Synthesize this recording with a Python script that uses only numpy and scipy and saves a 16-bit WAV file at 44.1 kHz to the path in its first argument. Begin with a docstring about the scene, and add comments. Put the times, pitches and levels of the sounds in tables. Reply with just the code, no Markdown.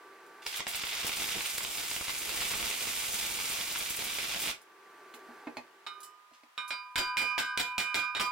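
"""A workbench in a small workshop: a steel pipe is stick-welded to its flange beside the welder's fan.
The arc (random clicks shaped by filters) strikes, falters, then crackles for about four seconds.
Dull noise bursts follow as the electrode holder is put down; the fan (noise and wavering tones) fades away.
A chipping hammer knocks the slag off: hard cracks, decaying pipe modes and sprays of clatter,
with a flange that rattles on the bench and a gain control that ducks the loud peaks."""
import sys
import numpy as np
from scipy import signal
from scipy.fft import rfft, irfft
from scipy.io import wavfile
from scipy.ndimage import uniform_filter1d

SR = 44100
rng = np.random.default_rng(int(sys.argv[2]) if len(sys.argv) > 2 else 0)


def transcribe(u):
    """Save the signal u as a 16-bit wav file named by the first command-line argument.

    u: samples, shape (n,) or (channels, n), limited to [-1, 1]; the rate is SR.
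    q: integer samples, one column per channel.
    """
    v = np.clip(np.atleast_2d(u).T, -1, 1)
    q = np.round(v * 32767).astype(np.int16)
    wavfile.write(sys.argv[1], SR, q)


N = 366471
TIME = np.arange(N) / SR

# All table levels are relative; gains in the functions shift them. t60_s is the time to fall by 60 dB.
# Arc burning: on_s, off_s
BURN_SPANS = [(0.461, 0.603), (0.667, 4.515)]
# Vigour of the arc: time_s, crackle_level_db, sizzle_level_db
ARC_VIGOUR = [(1.1, -34.5, -40), (1.25, -34, -37.5), (1.36, -35.5, -42), (1.48, -40.5, -42),
              (2.35, -40, -42.5), (2.43, -35.5, -40.5), (2.7, -38.5, -41), (3.15, -38.5, -40.5),
              (3.8, -39, -42.5), (4.0, -41, -44), (4.34, -36.5, -44), (4.36, -40.5, -46),
              (4.45, -36, -38.5), (4.51, -35, -44)]
# Bass of the arc, which swells and drops out: time_s, level_db
ARC_BASS_LEVEL = [(0.68, -65), (0.7, -56), (0.85, -57), (1.02, -57), (1.05, -46.5), (1.12, -58),
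                  (1.22, -45.5), (1.32, -57), (1.37, -45.5), (1.46, -61), (1.6, -52.5), (1.86, -53),
                  (2.01, -52), (2.04, -62), (2.08, -60), (2.12, -53), (2.52, -49), (3.84, -53), (3.86, -56),
                  (4.0, -49), (4.06, -56), (4.5, -48.5)]
# Ignition and the biggest drops shorting the arc: start_s, level_db, lowpass_hz
DROP_POPS = [(0.4654, 8, 4130), (0.596, -7, 3500), (0.6046, 3, 3800), (0.668, 9, 3620), (0.7472, -2, 4530),
             (0.837, 2.5, 2980), (1.067, -2, 6000), (1.094, 0, 3000), (1.281, -4, 3000), (1.407, 3, 4030),
             (1.459, -1, 4030), (1.583, -0.5, 5000), (1.607, -2, 2400), (1.649, 2, 4800), (1.9145, 0, 4000),
             (1.9643, 3, 4160), (2.011, -2, 2400), (2.082, 1, 3000), (2.095, -2.5, 4000), (2.2931, 1, 4500),
             (2.4189, -3, 3000), (2.537, -1, 3000), (2.6276, -1, 4000), (2.6675, -7, 4560),
             (3.389, 0, 2600), (3.59, -5.5, 4000), (3.633, -8, 2200), (3.7586, 1.5, 3530),
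             (3.814, -4, 4000), (3.9054, -2.5, 5000), (4.07, -9, 4000), (4.186, 0.5, 4500),
             (4.346, -1, 4500), (4.497, -2, 4000)]
# Strongest sprays of fine spatter: start_s, level_db, t60_s
SPATTER_SPURTS = [(0.466, -32, 0.17), (0.677, -26, 0.15), (0.755, -28, .07), (1.067, -26.5, 0.084),
                  (1.161, -33, .08), (1.579, -23.5, 0.063), (1.9647, -29, .06), (2.293, -30, .05),
                  (2.36, -32, .07), (3.5, -33, .05), (3.785, -28, 0.048), (3.898, -27.5, 0.092),
                  (3.964, -27, 0.046), (4.04, -28.5, 0.064), (4.40, -35, .15)]
# Gas bursting out of the molten pool: start_s, level_db, pitch_hz
GAS_PLOPS = [(1.047, -28.5, 348), (1.581, -31, 447), (2.011, -33, 756), (2.537, -42, 600), (3.5, -34, 300),
             (3.759, -47, 400), (3.989, -33.5, 356), (4.188, -35, 800)]
# Colour of the sparks: frequency_hz, density_db (per Hz)
SPARK_SPECTRUM = [(25, -9.5), (60, -6), (150, -8.5), (550, -8), (900, -6.5), (1800, -5.5), (2100, -1),
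                  (3600, -0.46), (4200, -4), (6100, -3.5), (8400, -2), (9200, -3), (11000, -6), (15500, -9)]
# Short resonances of bench and pipe in the sparks (negative is a dip): centre_hz, width_hz, rise_db
SPARK_RESONANCES = [(1434, 66, 4.5), (1834, 30, -8.5), (4890, 440, 2.5), (6900, 180, 0), (7100, 140, 1),
                    (7630, 74, 4.5), (12760, 200, 4.5)]
# Corner of pipe and flange, higher as the electrode moves along the seam: time_s, centre_hz
CORNER_GLIDE = [(0.5, 2090), (4.5, 2400)]
# Hammer blows: start_s, force_db, crack_db, chatter_t60_s, rebound_delay_s, rebound_db, rattle_s,
# zing_db, ring_db, ring_tilt_db_per_octave, singing_lift_db
HAMMER_BLOWS = [(5.865, -41.5, -15, 0.04, 0.012, -11, 0.0027, -75, -49.5, -3, 10),
                (6.5782, -43.5, -7, 0.18, 0.0099, -10, 0.0084, -72, -46.5, -2.8, 12),
                (6.7058, -33.5, -7, 0.092, 0.012, -15, 0.0069, -45, -43.5, 0, 11),
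                (6.9574, -20, 8, 0.16, 0.021, 0, 0.056, -28, -30, -0.5, 7.5),
                (7.1701, -22, 11, 0.2, .014, -1, 0.089, -33, -26.5, 2.8, 6.5),
                (7.380, -21, 12, 0.1, 0.017, -5, 0.037, -46, -31.5, 4, 6),
                (7.575, -22, -2, 0.14, 0.019, 3, 0.044, -54, -34, 3.5, 3.5),
                (7.7806, -21, 3, 0.1, 0.017, -3.5, 0.035, -46, -32, 6.5, 4.5),
                (7.944, -20, 7.5, 0.12, 0.043, -8, 0.046, -43, -31, -0.2, 4),
                (8.15, -31, -2, 0.16, 0.015, 2, 0.027, -54, -44.5, 1.5, 10.5),
                (8.197, -22.5, -10, 0.11, 0.013, -7, 0.04, -41, -37, -5.5, 1.5)]
# Spot on the seam under each blow: place_m, singing_pitch_hz
BLOW_SPOTS = [(.302, 3734), (.698, 3734), (.178, 1390), (.354, 2408), (.112, 1215), (.408, 1555),
              (.428, 998), (.06, 998), (.564, 2408), (.48, 3734), (.17, 1215)]
# Modes of pipe and flange: frequency_hz
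PIPE_MODE_HZ = [998, 1205, 1223, 1390, 1522, 1588, 2172, 2408, 2419, 2560, 2987, 3321, 3734, 3989, 4081,
                4549, 4807, 5157, 5399, 5792, 6831, 7120, 8123, 8516, 9330, 12350]
# Ringing of each of those modes: level_db, t60_s, left_minus_right_db
PIPE_MODE_RING = [(-3, 3.3, 2), (-3.5, 0.92, -9), (2.5, 1.44, -10.5), (-2, 0.44, -9), (1.2, 0.64, 2),
                  (0, 0.77, -2), (1.5, 0.31, 5), (10.5, 0.56, -13.5), (0, 0.35, -6), (-9, 0.18, 13),
                  (1.2, 0.41, 0), (0, 0.08, 11), (0.5, 0.31, -12), (0, 0.24, 26), (2.5, 0.21, -20),
                  (-8, 0.34, -2), (-22, 0.24, 11), (-8.5, 0.42, -3), (0, 0.14, -6), (-19, .1, 0),
                  (-14, 0.17, 0), (-4, 0.13, -3), (-27, .18, 0), (-8, 0.23, 4), (-16, 0.33, -3),
                  (-16, 0.15, 0)]
# Brightness looked up by force, low for light blows and high for heavy ones: force_db, lowpass_hz
FORCE_BRIGHTNESS = [(-24, 3100), (-37, 4400), (-22, 19000), (-19.5, 13300)]
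# Clatter of pick, slag and flange: frequency_hz, density_db (per Hz)
CLATTER_SPECTRUM = [(25, -2), (90, -5.5), (220, -3), (500, -8), (850, -1.5), (1400, -1), (2200, 1.5),
                    (3600, -2), (5000, -4.5), (6100, -8.5), (7500, -6.5), (10000, -13), (15500, -15)]
# Short resonances of pick and flange (negative is a dip): centre_hz, width_hz, rise_db
CLATTER_RESONANCES = [(1660, 90, 3.5), (3140, 64, 5.5), (3420, 90, 5), (3790, 100, 6.5), (4570, 120, 3.5),
                      (5220, 70, 4), (6200, 390, -5), (7630, 120, 4), (8520, 130, 6.5)]
# Pick grazing the steel: start_s, level_db
PICK_GRAZES = [(6.031, -55), (6.68, -59)]
# High modes that a graze excites: frequency_hz, level_db, t60_s
GRAZE_RING = [(2987, -4.5, 0.48), (5230, -5, 0.36), (7214, -7, 0.18), (7900, -2, 0.24), (8123, -2, 0.14),
              (9900, 6, 0.16)]
# Things set down on the bench: start_s, level_db, t60_s, lowpass_hz
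BENCH_KNOCKS = [(5.14, -45, 0.07, 2200), (5.287, -42, 0.12, 700), (5.4686, -28.5, 0.071, 1700),
                (5.5693, -27, 0.031, 4470), (5.582, -31.5, 0.048, 2530), (6.313, -54.5, 0.079, 900),
                (6.435, -40.5, 0.012, 4470)]
# Bench top: frequency_hz, density_db (per Hz)
BENCH_SPECTRUM = [(40, -24), (90, -13), (140, -14), (240, -1), (323, -6.5), (480, 3), (650, 1), (845, 0.5),
                  (1300, -10), (2100, -5.5), (3200, -12), (4200, -7), (7000, -13), (15000, -3.5)]
# Wooden resonances of the bench top: centre_hz, width_hz, rise_db
BENCH_RESONANCES = [(110, 25, 10), (245, 35, 10), (305, 50, 14), (860, 64, 7), (2100, 130, 8.5),
                    (2537, 140, 16), (4240, 120, 5)]
# Light ticks and scrapes of metal and slag: start_s, level_db, t60_s, pitch_hz
METAL_TICKS = [(0.264, -52.5, 0.036, 8000), (4.615, -50, 0.054, 9000), (5.139, -37, 0.075, 2730),
               (5.14, -47.5, 0.11, 11000), (6.004, -43.5, 0.066, 10100), (6.031, -40.5, 0.12, 8450),
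               (6.335, -49, 0.21, 3120), (6.677, -42, 0.18, 8250)]
# Fan: time_s, level_db
FAN_LEVEL = [(0, -52), (0.4, -50.5), (0.8, -56.5), (4.65, -58.5), (4.95, -52), (5.4, -49.5), (5.7, -57.5),
             (5.95, -59.5)]
# Rush of the fan: frequency_hz, density_db (per Hz)
FAN_AIR_SPECTRUM = [(30, -31), (120, -22.5), (250, -10), (390, 6.5), (560, -6), (900, -0.5), (1150, -5),
                    (1550, -1), (2200, -8), (3200, -18), (6000, -21), (11000, -27), (16000, -28)]
# Blade tones: frequency_hz, width_hz, level_db
BLADE_TONES = [(388, 45, -15), (1165, 6.8, -8), (1540, 26, -15.5)]
# Quiet of the workshop: frequency_hz, density_db (per Hz)
QUIET_SPECTRUM = [(30, -34), (150, -28), (400, -16.5), (1000, -2.5), (2500, -8.5), (6000, -19),
                  (15000, -25.5)]

# the electrode touches and fizzes feebly, relative to the full arc, until the arc holds
TOUCH_S, FIZZ_DB, DIE_OUT_S = 0.42, -15.5, 0.0029
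# a cold electrode crackles and sizzles less until it has warmed up
COLD_CRACKLE_DB, COLD_SIZZLE_DB, WARM_UP_S = -5, -8, 1
POOL_HZ = 740  # the arc's bass lies below this
# bending wavelength at 1 kHz; share of a mode that still sounds when it is struck on a node
WAVELENGTH_M, NODE_SHARE = 0.17, 0.2
SINGING_WIDTH = 0.034  # modes within this share of the singing pitch are lifted with it
TILT_TOP_HZ = 3200  # the spectral tilt of the ring is level above this
ZING_HZ, ZING_SWELL_S = 4807, 0.032
FAN_FADE_S, FAN_FADE_DB_PER_S = 6.04, 72
ROOM_T60_S = 0.19
CUTOFF_HZ = 15850


def arc(split_hz=5200, crackle_db=3.0, sizzle_db=4.0, hiss_db=-10.0, ripple_db=1.0, bass_db=14.5,
        sputter_db=-5.5, waver_db=2.5, layers=2):
    """Impulsive discharge: shorting drops crackle, spatter sizzles in clumps, current ripples at twice mains."""
    crackle_level, sizzle_level = in_time(ARC_VIGOUR)
    since_strike = np.maximum(TIME - BURN_SPANS[0][0], 0)
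    cold = np.clip(1 - (since_strike / WARM_UP_S) ** 2, 0, 1)
    crackle_level = crackle_level + COLD_CRACKLE_DB * cold + 0.1 * drift(7.4)
    sizzle_level = sizzle_level + COLD_SIZZLE_DB * cold
    ripple = np.sin(2 * np.pi * 100 * TIME)
    current = burning() * from_db(ripple_db * ripple + 1.0 * drift(58))
    clumps = from_db(1.57 * drift(86))
    out, pool = 0, 0
    for layer in range(layers):  # layers of crackle and sizzle, each with its own echoes, add up to one arc
        drops = grains(per_s=150, spread_db=2.5)
        small_drops = 0.86 * grains(per_s=190, spread_db=1.0)
        crackle = rms_one(drops + small_drops + from_db(hiss_db) * rng.standard_normal(N))
        sizzle = rms_one(0.42 * drops + grains(per_s=4000, spread_db=3.0) * clumps)
        middle = cut(cut(crackle, split_hz, "low", order=3), POOL_HZ, "high", order=3)
        treble = cut(sizzle, split_hz, "high", order=3)
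        sparks = middle * from_db(crackle_level + crackle_db) + treble * from_db(sizzle_level + sizzle_db)
        out = out + workshop(sparks * current, wet_db=-1.5, pan_db=-2.0)
        pool = pool + crackle
    # the molten pool sputters dully at a wavering level
    sputter = from_db(sputter_db) * grains(per_s=98, spread_db=4.0)
    pool = cut(pool + sputter, POOL_HZ, "low", order=3)
    pool *= current * from_db(in_time(ARC_BASS_LEVEL)[0] + bass_db + waver_db * drift(20))
    out = out + workshop(pool, wet_db=-1.0, pan_db=-4.5)
    return coloured(out / np.sqrt(layers), SPARK_SPECTRUM, SPARK_RESONANCES)


def burning():
    """Discharge envelope, 0-1: the arc lights at once and is extinguished along a short linear ramp."""
    lit = sum((TIME >= on) * np.clip(1 - (TIME - off) / DIE_OUT_S, 0, 1) for on, off in BURN_SPANS)
    fizz = from_db(FIZZ_DB) * (TIME > TOUCH_S) * (TIME < BURN_SPANS[-1][0])
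    return np.maximum(lit, fizz)


def pops(level_db=-4.5, spray_db=-18.5, spray_t60=0.012):
    """Impulse radiation: a big drop goes off in one sharp, low-passed pulse with a short spray."""
    out = np.zeros(N)
    for start_s, db, lowpass_hz in DROP_POPS:
        pop = burst(db + spray_db, spray_t60)
        pop[0] += from_db(db)
        add(out, start_s, cut(pop, lowpass_hz, "low"))
    sparks = coloured(from_db(level_db) * out, SPARK_SPECTRUM, SPARK_RESONANCES)
    return workshop(sparks, wet_db=-1.0, pan_db=-2.0)


def spurts(per_s=12, level_db=5.5, t60=0.043, edge_hz=8500, strong_edge_hz=8000):
    """Shot noise with exponential decay: drops spray fine spatter, a short bright hiss that starts at once."""
    starts = (rng.random(N) < per_s / SR) * from_db(rng.normal(0, 1.5, N))
    decay_per_sample = from_db(-60 / (t60 * SR))
    spray = signal.lfilter([1], [1, -decay_per_sample], starts + 1e-18)
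    level = from_db(in_time(ARC_VIGOUR)[1] + level_db)
    hiss = cut(grains(per_s=4300, spread_db=1.0), edge_hz, "high") * spray * burning() * level
    for start_s, db, length_s in SPATTER_SPURTS:
        add(hiss, start_s, cut(burst(db, length_s), strong_edge_hz, "high"))
    return workshop(coloured(hiss, SPARK_SPECTRUM, SPARK_RESONANCES), wet_db=-2.0, pan_db=-1.0)


def plops(level_db=-4.0, cycles=6.7):
    """Damped bubble oscillation: a burst gas bubble falls by 60 dB within a few cycles."""
    out, age = np.zeros(N), TIME[:SR // 8]
    for start_s, db, hz in GAS_PLOPS:
        decay = from_db(level_db + db - 60 * age * hz / cycles)
        add(out, start_s, np.sin(2 * np.pi * hz * age) * decay)
    return workshop(out, wet_db=-7.0, pan_db=-2.5)


def corner(x, rise_db=2.0, width_hz=300, size=2048):
    """Cavity resonance: a broad two-pole band between pipe and flange glides slowly, block by block."""
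    out, state = np.zeros((2, N)), np.zeros((2, 2))
    radius, centre_hz = np.exp(-np.pi * width_hz / SR), in_time(CORNER_GLIDE)[0]
    zeros = (1 - radius ** 2) / 2 * np.array([1, 0, -1])
    for i in range(0, N, size):
        poles = [1, -2 * radius * np.cos(2 * np.pi * centre_hz[i] / SR), radius ** 2]
        out[:, i:i + size], state = signal.lfilter(zeros, poles, x[:, i:i + size], zi=state)
    return x + (from_db(rise_db) - 1) * out


def pick(level_db=0.0, low_hz=1300, contact_hz=4100, zing_db=0.0):
    """Impact: contact time limits the top of one hard crack of steel on steel; then the pick zings briefly."""
    cracks, zings = np.zeros((2, N))
    age = TIME[:SR // 3]
    swell = age / ZING_SWELL_S * np.exp(1 - age / ZING_SWELL_S)
    zing = np.sin(2 * np.pi * ZING_HZ * age) * swell
    for start_s, _, crack_db, _, _, _, _, blow_zing_db, *_ in HAMMER_BLOWS:
        add(cracks, start_s, from_db([level_db + crack_db]))
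        add(zings, start_s, np.sqrt(2) * from_db(zing_db + blow_zing_db) * zing)
    cracks = cut(cut(cracks, low_hz, "high", order=1), contact_hz, "low", order=8)
    return workshop(cracks, wet_db=0.0, pan_db=5.0) + panned(-1.0) * zings


def pipe_ring(lag_s=.00003, ring_db=-0.97):
    """Modal excitation: each blow stops the old ring and starts the modes anew, weakly if struck at a node."""
    out = np.zeros((2, N))
    starts = [int(row[0] * SR) for row in HAMMER_BLOWS] + [N]
    side_lag = np.array([[lag_s], [0]])  # the left hears the ring later
    for blow, spot, start, end in zip(HAMMER_BLOWS, BLOW_SPOTS, starts, starts[1:]):
        *_, level_db, tilt_db, singing_db = blow
        place_m, singing_hz = spot
        age = TIME[:end - start]
        for hz, (db, t60, pan_db) in zip(PIPE_MODE_HZ, PIPE_MODE_RING):
            # bending waves: the wave number grows with the root of frequency
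            wave_number = 2 * np.pi / WAVELENGTH_M * np.sqrt(hz / 1000)
            shape = np.hypot(NODE_SHARE, np.cos(wave_number * place_m))
            strength_db = ring_db + db + level_db + tilt_db * np.log2(min(hz, TILT_TOP_HZ) / 2000)
            strength_db += singing_db / (1 + ((hz / singing_hz - 1) / SINGING_WIDTH) ** 4)
            phase = 2 * np.pi * (hz * (age - side_lag) + rng.random())
            decay = from_db(strength_db - 60 * age / t60)
            out[:, start:end] += np.sqrt(2) * shape * panned(pan_db) * decay * np.sin(phase)
    return out


def clatter(snap_db=0.0, snap_t60=0.024, rebound_t60=0.078, ragged_db=5.0, light_tap_hz=600):
    """Repeated impacts: slag snaps, the pick lands again on the rebound, flakes scatter over pipe and bench."""
    out = np.zeros(N)
    for start_s, db, _, t60, rebound_s, rebound_db, *_ in HAMMER_BLOWS:
        bright_hz = np.interp(db, *np.transpose(FORCE_BRIGHTNESS))
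        chatter = burst(db, t60, per_s=1000, spread_db=3.0)
        late = int(max(rebound_s, .001) * SR)
        chatter[late:] += burst(db + rebound_db, rebound_t60, per_s=2000)[:-late]
        chatter *= from_db(ragged_db * drift(43)[:len(chatter)])
        snap = cut(burst(db + snap_db, snap_t60), bright_hz / 2, "low", order=1)
        blow = snap + cut(chatter, bright_hz, "low", order=1)
        # only heavy blows shake the bench and reach the bass
        bass_edge_hz = np.interp(db, [-42, -26], [light_tap_hz, 20])
        add(out, start_s, cut(blow, bass_edge_hz, "high", order=1))
    ringing = steel(out, level_db=-6.0)
    return workshop(coloured(ringing, CLATTER_SPECTRUM, CLATTER_RESONANCES), wet_db=-1.5, pan_db=-1.5)


def rattle(level_db=-18.5, settle_t60=0.026, low_hz=170, high_hz=900):
    """Intermittent contact: the flange dances on the bench with dull thuds for a moment, then settles."""
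    out, age = np.zeros(N), TIME[:SR // 4]
    for start_s, db, _, _, _, _, length_s, *_ in HAMMER_BLOWS:
        contacts = grains(per_s=320, spread_db=1.5, size=len(age))
        thuds = rms_one(cut(cut(contacts, high_hz, "low"), low_hz, "high"))
        settling_db = -60 * np.maximum(age - length_s, 0) / settle_t60
        add(out, start_s, thuds * from_db(db + level_db + settling_db))
    return workshop(out, wet_db=-2.5, pan_db=-3.5)


def grazes():
    """Selective modal excitation: a glancing touch leaves a thin ring of high modes."""
    out, age = np.zeros(N), TIME[:SR // 2]
    for start_s, level_db in PICK_GRAZES:
        for hz, db, t60 in GRAZE_RING:
            add(out, start_s, np.sin(2 * np.pi * hz * age) * from_db(level_db + db - 60 * age / t60))
    return panned(-2.5) * out


def handling():
    """Impact on wood and steel: low-passed bursts knock on the bench, band-limited ones tick on metal."""
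    knocks, ticks = np.zeros((2, N))
    for start_s, db, t60, hz in BENCH_KNOCKS:
        add(knocks, start_s, cut(burst(db, t60, per_s=2500), hz, "low"))
    for start_s, db, t60, hz in METAL_TICKS:
        add(ticks, start_s, cut(cut(burst(db - 3.5, t60), hz * 1.43, "low"), hz / 2.0, "high"))
    bench = coloured(knocks, BENCH_SPECTRUM, BENCH_RESONANCES)
    return workshop(bench + steel(ticks, level_db=-7.5), wet_db=-2.5, pan_db=-2.0)


def steel(x, level_db, t60=0.058, count=44):
    """Modal density: sharp contacts also set the pipe's many close high modes ringing."""
    age = TIME[:SR // 3]
    hz = 4600 + 11000 * (np.arange(count) + rng.random(count))[:, None] / count
    tones = np.sin(2 * np.pi * (hz * age + rng.random((count, 1))))
    modes = tones.sum(axis=0) * from_db(-60 * age / t60)
    return x + from_db(level_db) * signal.oaconvolve(x, modes / np.linalg.norm(modes))[:N]


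def fan(waver=0.11):
    """Turbulence and blade tones: coloured noise with sinusoids of slightly wavering amplitude and phase."""
    air = coloured(rng.standard_normal(N), FAN_AIR_SPECTRUM)
    out = workshop(air, wet_db=-13.0, pan_db=-1.0) * from_db(-5.5)
    for hz, width_hz, db in BLADE_TONES:
        swing = 1 + waver * (drift(width_hz) + 1j * drift(width_hz))
        out += from_db(db) * rms_one(np.real(swing * np.exp(2j * np.pi * hz * TIME)))
    fade_db = FAN_FADE_DB_PER_S * np.maximum(TIME - FAN_FADE_S, 0)
    return out * from_db(in_time(FAN_LEVEL)[0] - fade_db)


def quiet():
    """Stationary background noise: independent coloured noise on the two sides."""
    return from_db(-63) * coloured(rng.standard_normal((2, N)), QUIET_SPECTRUM)


def workshop(x, wet_db, pan_db, near_db=5.0, near_t60=0.054, dull_hz=7000, scatter_hz=7500,
             scatter_t60=0.0092):
    """Room response: direct sound, quick reflections off bench and shelves, duller tail; echoes differ by side."""
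    t = TIME[:SR // 3]
    case, near, far = rng.standard_normal((3, 2, len(t)))
    near = near * from_db(-60 * t / near_t60)
    far = cut(far, dull_hz, "low", order=1) * from_db(-60 * t / ROOM_T60_S)
    echoes = (from_db(near_db) * rms_one(near) + rms_one(far)) * (t > .001)
    echoes /= np.linalg.norm(echoes, axis=1, keepdims=True)
    # the right microphone is one sample nearer
    direct = np.eye(2, len(t))[::-1]
    # short waves scatter round the recorder's case on their way to each microphone
    case = case * from_db(-60 * t / scatter_t60)
    case /= np.linalg.norm(case, axis=1, keepdims=True)
    direct = cut(direct, scatter_hz, "low") + cut(case, scatter_hz, "high")
    paths = rfft(direct + from_db(wet_db) * echoes, 2 * len(t))
    # even out each path's spectrum, so the echoes add little colour of their own
    smooth_power = uniform_filter1d(abs(paths) ** 2, size=61, axis=1)
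    response = irfft(paths / np.sqrt(smooth_power))[:, :len(t)]
    response /= np.linalg.norm(response.mean(axis=0))
    return panned(pan_db) * signal.oaconvolve(np.atleast_2d(x), response, axes=1)[:, :N]


def burst(level_db, t60, per_s=9000, spread_db=2.0):
    """Exponential decay: a spray of tiny contacts starts at once and dies away."""
    age = TIME[:SR // 3]
    return grains(per_s, spread_db, size=len(age)) * from_db(level_db - 60 * age / t60)


def grains(per_s, spread_db, size=N):
    """Shot noise: random clicks of uneven size and sign, rms 1."""
    at = np.flatnonzero(rng.random(size) < per_s / SR)
    sizes = from_db(spread_db * np.minimum(rng.exponential(1, size), 4))
    signs = rng.choice([-1, 1], size)
    out = np.zeros(size)
    out[at] = (sizes * signs)[at]
    return rms_one(out)


def drift(rate):
    """Low-pass random process: two equal poles at the given rate (Hz), spread about 1."""
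    step = 40  # samples between computed points
    pole = np.exp(-2 * np.pi * rate * step / SR)
    noise = rng.standard_normal(N // step + 2002)
    slow = signal.lfilter([1], [1, -2 * pole, pole ** 2], noise)[2000:]  # skip the settling
    return np.interp(np.arange(N) / step, np.arange(len(slow)), rms_one(slow))


def coloured(x, spectrum, peaks=(), size=4096):
    """Minimum-phase filtering by folded cepstrum: spectrum plus peaks; white noise keeps its power."""
    hz, db = np.transpose(spectrum)
    bins = np.arange(size // 2 + 1) * SR / size
    gain_db = np.interp(np.log(bins + 1), np.log(hz), db)
    for centre_hz, width_hz, rise_db in peaks:
        gain_db = gain_db + rise_db / (1 + (2 * (bins - centre_hz) / width_hz) ** 2)
    cepstrum = irfft(np.log(from_db(gain_db)))[:size // 2]
    cepstrum[0] /= 2
    pulse = irfft(np.exp(rfft(2 * cepstrum, size)))
    pulse /= np.linalg.norm(pulse)
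    return signal.oaconvolve(np.atleast_2d(x), pulse[None], axes=1)[:, :N]


def cut(x, hz, kind, order=2):
    """Butterworth response: low- or high-pass."""
    sos = signal.butter(order, min(hz, .45 * SR), kind, fs=SR, output="sos")
    return signal.sosfilt(sos, x + 1e-18)


def panned(pan_db):
    """Level-difference stereo: left and right gains of unit mean power."""
    return rms_one(from_db([[pan_db / 2], [-pan_db / 2]]))


def in_time(rows):
    """Linear interpolation: each column of a curve at every sample."""
    time_s, *columns = np.transpose(rows)
    return [np.interp(TIME, time_s, column) for column in columns]


def add(out, start_s, piece):
    """Superposition: mix a short sound in at its time."""
    start = int(start_s * SR)
    out[start:start + len(piece)] += piece[:N - start]


def rms_one(x):
    """Power normalisation: scale to rms 1."""
    return x / np.sqrt(np.mean(x ** 2) + 1e-20)


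def from_db(db):
    """Decibel law: amplitude ratio of a level."""
    return 10 ** (np.asarray(db) / 20)


def scene():
    """Superposition of welding, hammering, handling and fan over the quiet of the room."""
    welding = corner(arc() + pops()) + spurts() + plops()
    hammering = pick() + pipe_ring() + clatter() + rattle() + grazes()
    return welding + hammering + handling() + fan() + quiet()


def record(dry, threshold_db=-23.0, squeeze=0.73, release_db_per_s=80.5, attack_hz=260, top=0.093,
           bass_loss=0.25):
    """Gain control: the left is thinner in the bass, loud peaks duck and swell back, the top is cut."""
    heard = dry - np.array([[bass_loss], [0]]) * cut(dry, 280, "low", order=1)
    power = uniform_filter1d(np.max(heard ** 2, axis=0), size=16)
    level_db = 10 * np.log10(np.maximum(power, 1e-12))
    over_db = np.maximum(level_db - threshold_db, 0) * squeeze
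    # the reduction jumps up with a peak and falls back at a steady rate
    release_db = release_db_per_s * TIME
    held_db = np.maximum.accumulate(over_db + release_db) - release_db
    ducked = heard * from_db(-cut(held_db, attack_hz, "low", order=1))
    limited = top * np.tanh(ducked / top)
    return signal.sosfilt(signal.ellip(10, .2, 80, CUTOFF_HZ, fs=SR, output="sos"), limited)


dry = scene()
out = record(dry)
transcribe(out)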